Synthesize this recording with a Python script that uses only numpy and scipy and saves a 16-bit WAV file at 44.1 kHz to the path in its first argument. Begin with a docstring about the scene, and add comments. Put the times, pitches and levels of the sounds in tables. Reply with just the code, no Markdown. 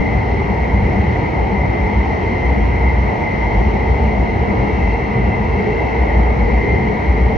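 """Rumble and rail roar fill the cab of a metro train at speed in a tunnel, heard at two close mic ports.
Rough wheels and rails excite the cab's resonances; the traction drive whines in a noise band near 2 kHz,
a fan hums, air hisses past the front. Panels drum, the tunnel howls, the car body booms in throbs and
wheels knock through the floor. Later one wheel sings, then fades.
Each source is a pair of signals: common to both ports, and in antiphase."""
import sys
import numpy as np
from scipy import signal
from scipy.fft import rfft, irfft, next_fast_len
from scipy.io import wavfile
from scipy.ndimage import uniform_filter1d, minimum_filter1d, map_coordinates

SR = 44100
rng = np.random.default_rng(int(sys.argv[2]) if len(sys.argv) > 2 else 0)


def output_pcm(signal):
    """Save a mono or channel-first signal as 16-bit PCM at the path in sys.argv[1].

    Samples are clipped to [-1, 1] before scaling.
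    """
    pcm = np.clip(np.atleast_2d(signal).T, -1, 1) * 32767
    wavfile.write(sys.argv[1], SR, np.round(pcm).astype(np.int16))


N = 325017

# rolling noise (time [s], rumble [dB], floor drone [dB], rail roar [dB])
ROLLING_LEVELS = [(0, -20.5, -27, -26.5), (.5, -19.5, -27.5, -26.5), (.95, -17, -26, -26),
                  (1.3, -21, -24.5, -26.5), (1.9, -18, -26.5, -26.5), (2.4, -21.5, -25, -26.5),
                  (2.8, -19, -28, -27), (3.7, -19.5, -25.5, -25.5), (4.1, -18.5, -26.5, -26.5),
                  (4.6, -18.5, -24, -25.5), (5.0, -21, -27.5, -27), (5.4, -17.5, -25, -25.5),
                  (5.8, -22, -25.5, -26), (6.2, -20, -25.5, -25), (6.45, -19.5, -26.5, -25.5),
                  (6.7, -18.5, -21.5, -27.5), (7.0, -19.5, -26, -26.5), (7.37, -18, -23.5, -27)]
# noise spectra, common and antiphase (frequency [Hz], relative density [dB])
RUMBLE_COMMON = [(13, -48.5), (28, -8), (42, -8), (60, -0.5), (78, 1.5), (150, -7), (205, -9.5),
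                 (257, -17.5), (330, -40.5), (600, -120)]
RUMBLE_ANTIPHASE = [(13, -36), (28, -20), (60, -1), (100, -6), (170, -7), (235, -9), (300, -11.5),
                    (390, -33), (660, -120)]
DRONE_COMMON = [(140, -38), (235, 2), (263, -0.5), (323, 0), (437, 2.5), (528, -4), (580, -12.5),
                (750, -35), (1280, -120)]
DRONE_ANTIPHASE = [(140, -37), (235, -5.5), (274, -3.5), (329, -9), (387, -1.5), (580, -7), (750, -33.5),
                   (1280, -120)]
ROAR_COMMON = [(340, -33.5), (580, -1.5), (868, 0), (977, -5.5), (1110, -13.5), (1220, -14.5),
               (1340, -18.5), (1630, -21), (1800, -16), (2340, -50), (3960, -120)]
ROAR_ANTIPHASE = [(340, -28.5), (580, -3), (605, -4), (763, -4), (1070, -12), (1210, -7.5), (1800, -23.5),
                  (2340, -48), (3960, -120)]
HISS_COMMON = [(1900, -55), (2400, -3.5), (2750, -3), (3000, -8), (3180, -8.5), (3500, -18.5), (3850, -13),
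               (4400, -13.5), (4800, -20.5), (5300, -17.5), (6200, -22.5), (6700, -29), (7400, -33.5),
               (7800, -86)]
HISS_ANTIPHASE = [(1900, -58), (2400, 1), (2600, -4.5), (3050, -1.5), (3190, -8), (3450, -5.5), (3900, -10),
                  (4700, -15), (5300, -10.5), (5800, -16.5), (6500, -20.5), (9300, -24), (9750, -26),
                  (10300, -90)]
DRIVE_BAND_COMMON = [(970, -45.5), (1650, -22.5), (1750, -21.5), (1870, -8), (2040, -0.5), (2140, -2.5),
                     (2450, -17.5), (3180, -53), (5390, -120)]
DRIVE_BAND_ANTIPHASE = [(970, -31), (1650, -4), (1740, -12), (1890, 1), (2020, 1.5), (2120, 1), (2450, -37),
                        (3180, -52.5), (5390, -120)]
FIZZ_COMMON = [(8900, -60), (9300, -9), (9750, 0), (10200, -5), (11800, -6), (12400, -12), (13500, -12.5),
               (13900, -87.5)]
FIZZ_ANTIPHASE = [(12000, -58.5), (12600, -14.5), (13500, -2.5), (14500, 1), (15300, -3.5), (15600, -3),
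                  (15900, -87.5)]
# cab resonances (centre [Hz], width [Hz], common lift [dB], antiphase lift [dB])
CAB_MODES = [(125, 14, 2.5, 1), (189, 12, 3.5, 3), (215, 18, 4.5, 7), (250, 10, 2, 3), (310, 20, 4, 0),
             (355, 35, 3.5, 3), (386, 14, -3, 0), (411, 12, -3.5, 5), (430, 22, 2.5, 0), (455, 25, 0, 3),
             (468, 18, 2, 0), (500, 20, 1.5, 6), (715, 25, 3, 0), (750, 20, 3, 1), (775, 14, 2.5, 1),
             (848, 16, 2.5, 1), (890, 14, 2, 1), (953, 24, 6, 1), (1018, 16, 2.5, 0), (1925, 50, 3, 3),
             (2200, 40, 3.5, 1), (2820, 50, 3, 0), (3170, 80, 4, 3), (4140, 60, 2.5, 0)]
# whine pitch, following motor speed (time [s], frequency [Hz])
WHINE_PITCH = [(0, 2058), (1.7, 2066), (3.4, 2071), (3.9, 2057), (4.9, 2056), (5.8, 2067), (6.8, 2078),
               (7.37, 2084)]
# whine and the noise band round it (time [s], level [dB])
WHINE_LEVEL = [(0, -29.5), (.2, -33), (.3, -39), (.75, -38), (.85, -34.5), (1.0, -37.5), (1.15, -46),
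               (1.25, -35), (1.5, -41), (1.57, -28.5), (1.8, -31), (1.95, -35), (2.05, -39.5), (2.2, -39),
               (2.45, -30), (2.6, -40), (2.9, -30.5), (3.05, -41), (3.2, -31), (3.5, -29), (3.58, -37),
               (3.83, -39), (3.9, -33), (4.15, -35.5), (4.3, -32), (4.41, -46), (4.5, -38), (4.65, -37),
               (4.95, -29), (5.03, -40), (5.4, -33), (5.6, -37), (5.75, -32), (6.0, -35.5), (6.2, -34),
               (6.4, -40), (6.55, -32.5), (6.8, -26), (6.9, -36), (7.37, -36)]
DRIVE_BAND_LEVEL = [(0, -31.5), (.6, -30), (1, -31), (1.5, -30.5), (2.1, -30.5), (2.7, -29.5), (3.3, -30.5),
                    (3.9, -32.5), (4.8, -31), (5.5, -31), (6.3, -30), (6.75, -29.5), (7.37, -30.5)]
# fan and converter tones (frequency [Hz], common [dB], antiphase [dB])
HUM_TONES = [(282.4, -43, -35.5), (400, -40.5, -48), (564.8, -54, -40.5)]
# swelling resonances (time [s], floor panel [dB], wall panel [dB], tunnel howl [dB])
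RESONANCE_LEVELS = [(0, -41.5, -39, -39.5), (.5, -30, -28.5, -30.5), (.63, -33, -36, -48),
                    (.8, -31, -33, -37), (1.0, -30.5, -40.5, -39), (1.25, -40, -44, -38),
                    (1.52, -31, -35.5, -30), (1.75, -30.5, -44, -38), (1.9, -30, -35, -28.5),
                    (2.3, -36, -37, -41.5), (2.9, -36.5, -32, -35.5), (3.25, -33.5, -38, -37),
                    (3.6, -33, -36.5, -35.5), (3.9, -31, -28.5, -32), (4.2, -35, -40, -33),
                    (4.5, -27, -31.5, -38), (4.95, -36, -31.5, -36.5), (5.15, -26.5, -26, -42.5),
                    (5.45, -27, -33.5, -38.5), (5.68, -30, -22.5, -40), (5.85, -37.5, -31.5, -43),
                    (6.2, -30.5, -33, -36), (6.5, -29, -25, -51), (6.75, -29.5, -37, -40),
                    (6.9, -29, -28, -43.5), (7.05, -36, -37, -42), (7.37, -31.5, -26, -47)]
# body throbs, often paired as two axles meet one rough spot (time [s], peak [dB])
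BODY_THROBS = [(.15, -15.5), (.31, -22), (.5, -19), (.62, -21), (.75, -17.5), (.85, -17.5), (1.0, -17.5),
               (1.41, -18), (1.61, -16.5), (1.84, -15.5), (1.98, -16), (2.465, -15.5), (2.515, -11),
               (2.63, -11.5), (2.74, -21), (2.845, -15.5), (2.895, -16.5), (2.98, -15.5), (3.06, -17),
               (3.47, -18.5), (3.58, -11.5), (3.69, -13), (3.92, -12.5), (4.05, -15.5), (4.201, -15),
               (4.42, -20), (4.62, -22), (4.76, -16), (4.85, -14), (4.93, -15.5), (5.22, -16.5), (5.4, -21),
               (5.53, -21), (5.72, -20.5), (5.86, -20), (6.02, -14), (6.18, -11.5), (6.235, -16.5),
               (6.3, -15.5), (6.415, -13), (6.47, -15), (6.535, -13.5), (6.58, -13), (6.74, -18),
               (6.88, -16.5), (7.1, -13), (7.15, -17.5), (7.225, -13), (7.265, -13.5)]
# wheel knocks (time [s], peak [dB], frequency [Hz])
WHEEL_KNOCKS = [(.51, -18, 191.5), (.74, -27.5, 197), (.82, -22.5, 203.4), (.98, -21, 203), (1.1, -23, 192),
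                (1.54, -18, 201.4), (1.9, -24, 204), (2.58, -23, 206), (3.74, -21, 198), (4.18, -21.5, 189),
                (4.49, -18.5, 208), (4.62, -23.5, 196), (5.1, -26, 211), (5.59, -21, 198),
                (5.66, -24.5, 211), (5.69, -23, 430), (6.181, -23.5, 205), (6.419, -23, 201),
                (6.49, -22, 469), (6.78, -22, 211), (6.9, -25, 421), (6.92, -25, 199)]
# port imbalance (frequency [Hz], left over right [dB])
PORT_BALANCE = [(60, -0.5), (160, 0.5), (220, 0), (350, -1.5), (900, 1.5), (1300, 0), (1850, 5.5),
                (2200, -2), (2700, 0), (3500, 8), (4300, 2), (5200, 5), (7000, -1), (7500, 1)]


def amp(db):
    """dB to gain."""
    return 10 ** (np.asarray(db) / 20)


def unit(x):
    """Scale to rms 1."""
    return x / np.sqrt(np.mean(x ** 2) + 1e-20)


def along(points, hz):
    """Interpolate (frequency [Hz], value) on a log axis."""
    knots_hz, values = np.transpose(points)
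    return np.interp(np.log(hz + 1), np.log(knots_hz + 1), values)


def curves(rows):
    """One per-sample curve for each column after time."""
    times_s, *columns = np.transpose(rows)
    return [np.interp(np.arange(N) / SR, times_s, column) for column in columns]


def wobble(rate_hz):
    """Smooth random curve, rate_hz knots a second."""
    knots = rng.standard_normal(int(N * rate_hz / SR) + 4)
    return map_coordinates(knots, [np.arange(N) * rate_hz / SR])


def bump(peak_s, rise_s, fall_s):
    """Asymmetric Gaussian envelope, peak 1."""
    t = np.arange(N) / SR - peak_s
    return np.exp(-.5 * (t / np.where(t < 0, rise_s, fall_s)) ** 2)


def filtered(x, response, mirror="odd"):
    """Apply response(hz); mirrored ends prevent clicks."""
    edge = 4096
    x = np.pad(x, ((0, 0), (edge, edge)), "reflect", reflect_type=mirror)
    size = next_fast_len(x.shape[1])
    return irfft(rfft(x, size) * response(np.fft.rfftfreq(size, 1 / SR)), size)[:, edge:edge + N]


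def tone(hz, waver_hz, rate_hz):
    """Sine, rms 1, with random pitch waver."""
    turns = np.cumsum(hz + waver_hz * wobble(rate_hz)) / SR + rng.random()
    return np.sqrt(2) * np.sin(2 * np.pi * turns)


def resonance(hz, width_hz):
    """Narrowband noise, rms 1; the centre may glide."""
    phase = 2 * np.pi * np.cumsum(hz + np.zeros(N)) / SR
    return unit(wobble(width_hz) * np.cos(phase) + wobble(width_hz) * np.sin(phase))


def cab_lift_db(hz):
    """Summed cab resonances, common and antiphase."""
    return sum(np.outer(lift_db, 1 / (1 + (2 * (hz - centre_hz) / width_hz) ** 2))
               for centre_hz, width_hz, *lift_db in CAB_MODES)


def cab_noise(common, anti, anti_db, patchy_db):
    """Patchy noise coloured by the cab: common at rms 1, antiphase at anti_db."""
    spectra = signal.stft(rng.standard_normal((2, N)), nperseg=1024)[2]
    patches = uniform_filter1d(rng.standard_normal(spectra.shape[1:]), size=8, axis=0)
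    patches = unit(uniform_filter1d(patches, size=10, axis=1))
    pair = signal.istft(spectra * amp(patchy_db * patches), nperseg=1024)[1][:, :N]
    pair = filtered(pair, lambda hz: amp([along(common, hz), along(anti, hz)] + cab_lift_db(hz)), "even")
    return np.array([unit(pair[0]), amp(anti_db) * unit(pair[1])])


def rolling():
    """Wheel and rail roughness: low rumble, floor drone, rail roar."""
    rumble_db, drone_db, roar_db = curves(ROLLING_LEVELS)
    rumble = amp(rumble_db) * cab_noise(RUMBLE_COMMON, RUMBLE_ANTIPHASE, anti_db=-14.5, patchy_db=0.95)
    drone = amp(drone_db) * cab_noise(DRONE_COMMON, DRONE_ANTIPHASE, anti_db=-4.5, patchy_db=0.5)
    roar = amp(roar_db) * cab_noise(ROAR_COMMON, ROAR_ANTIPHASE, anti_db=-1.5, patchy_db=1.0)
    return rumble + drone + roar


def traction_drive(gear_ratio=0.574):
    """Two unsteady tones tied to motor speed, the higher inside a noise band."""
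    (hz,), (whine_db,), (band_db,) = curves(WHINE_PITCH), curves(WHINE_LEVEL), curves(DRIVE_BAND_LEVEL)
    whine_gain = amp(whine_db + 1.4 * wobble(16)) * amp([[0], [-13]])
    whine = unit(tone(hz, waver_hz=5.5, rate_hz=25) + .4 * resonance(hz + 6, width_hz=50))
    gear_gain = amp(-53.5 + 2.3 * wobble(2.6)) * amp([[-3], [0]])
    gear = tone(gear_ratio * hz, waver_hz=3, rate_hz=11)
    band_gain = amp(band_db + 0.19 * wobble(4.2))
    band = cab_noise(DRIVE_BAND_COMMON, DRIVE_BAND_ANTIPHASE, anti_db=-6.5, patchy_db=0.7)
    return whine_gain * whine + gear_gain * gear + band_gain * band


def hums():
    """Fan and converter: near-steady pitch, wandering level."""
    return sum(amp(np.c_[pair_db] + 3.6 * wobble(5.1)) * tone(hz, waver_hz=.5, rate_hz=3)
               for hz, *pair_db in HUM_TONES)


def air_hiss():
    """Air streaming past the cab front."""
    level_db = -44 + 0.34 * wobble(2.7)
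    return amp(level_db) * cab_noise(HISS_COMMON, HISS_ANTIPHASE, anti_db=-6.5, patchy_db=0.6)


def fizz():
    """Very faint flickering treble."""
    return amp(-75) * cab_noise(FIZZ_COMMON, FIZZ_ANTIPHASE, anti_db=-5.5, patchy_db=3.0)


def panels_and_tunnel():
    """Floor and wall panels drum on rough track; the tunnel howls hollow."""
    floor_db, wall_db, howl_db = curves(RESONANCE_LEVELS)
    floor = amp(floor_db) * resonance(hz=204.9, width_hz=60) * amp([[0], [-12]])
    wall_hz = 444 + 16 * wobble(6)
    wall = np.array([amp(wall_db + db) * resonance(wall_hz, width_hz=70) for db in (0, -7)])
    howl = np.array([amp(howl_db + db) * resonance(hz=886, width_hz=130) for db in (0, -7)])
    return floor + wall + howl


def body_boom(mode_hz=59.7, drift_hz=1.5, waver_hz=3, rest_db=-29, scatter_turns=0.12):
    """Lowest car body mode, kicked unevenly by the track; each throb shifts its phase a little."""
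    kicks = np.exp(2j * np.pi * scatter_turns * rng.standard_normal((len(BODY_THROBS), 1)))
    throbs = sum(amp(db) * kick * bump(peak_s, rise_s=.022, fall_s=.027)
                 for (peak_s, db), kick in zip(BODY_THROBS, kicks))
    rest = amp(rest_db + 4.1 * wobble(11))
    turns = np.cumsum(mode_hz + drift_hz * wobble(5) + waver_hz * wobble(18)) / SR
    swing = np.sqrt(2) * ((throbs + rest) * np.exp(2j * np.pi * turns)).real
    return swing * amp(0.99 * wobble(22)) * amp([[0], [-21]])


def wheel_knocks():
    """Each dull knock rings the floor briefly."""
    t = np.arange(N) / SR
    rings = np.zeros(N)
    for peak_s, db, hz in WHEEL_KNOCKS:
        turns = hz * (t - peak_s) + rng.random()
        rings += amp(db) * bump(peak_s, rise_s=.012, fall_s=.022) * np.sin(2 * np.pi * turns)
    return np.sqrt(2) * rings * amp([[0], [-9]])


def wheel_singing(start_s=4.05, rise_s=0.72, hold_s=1.0, fall_s=0.65, mode_hz=2726, sag_hz_per_s=31):
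    """One wheel mode rings roughly: swells, holds, fades, sagging in pitch."""
    t = np.arange(N) / SR - start_s
    envelope = np.interp(t, np.cumsum([0, rise_s, hold_s, fall_s]), [0, 1, 1, 0])
    ring = resonance(mode_hz - sag_hz_per_s * t, width_hz=170)
    return envelope * amp(-46 + 1.2 * wobble(4.9)) * ring * [[1], [0]]


def scene():
    """Sum at the left port, difference at the right, then the port imbalance."""
    common, anti = (body_boom() + wheel_knocks() + rolling() + air_hiss() + panels_and_tunnel()
                    + traction_drive() + wheel_singing() + hums() + fizz())
    ports = np.array([common + anti, common - anti])
    return filtered(ports, lambda hz: amp(np.outer([.5, -.5], along(PORT_BALANCE, hz))))


def record(dry, low_cut_hz=39.6, ceiling=.87, look_ahead_s=.012, top_hz=15720):
    """Mic bass roll-off, look-ahead peak limiter, band limit."""
    x = filtered(dry, lambda hz: 1 / np.sqrt(1 + (low_cut_hz / (hz + 1)) ** 6))
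    span = int(look_ahead_s * SR)
    safe_gain = ceiling / np.maximum(abs(x).max(axis=0), ceiling)
    held_gain = minimum_filter1d(safe_gain, size=2 * span + 1)
    gain = uniform_filter1d(uniform_filter1d(held_gain, size=span), size=span)
    return filtered(x * gain, lambda hz: hz < top_hz)


dry = scene()
out = record(dry)
output_pcm(out)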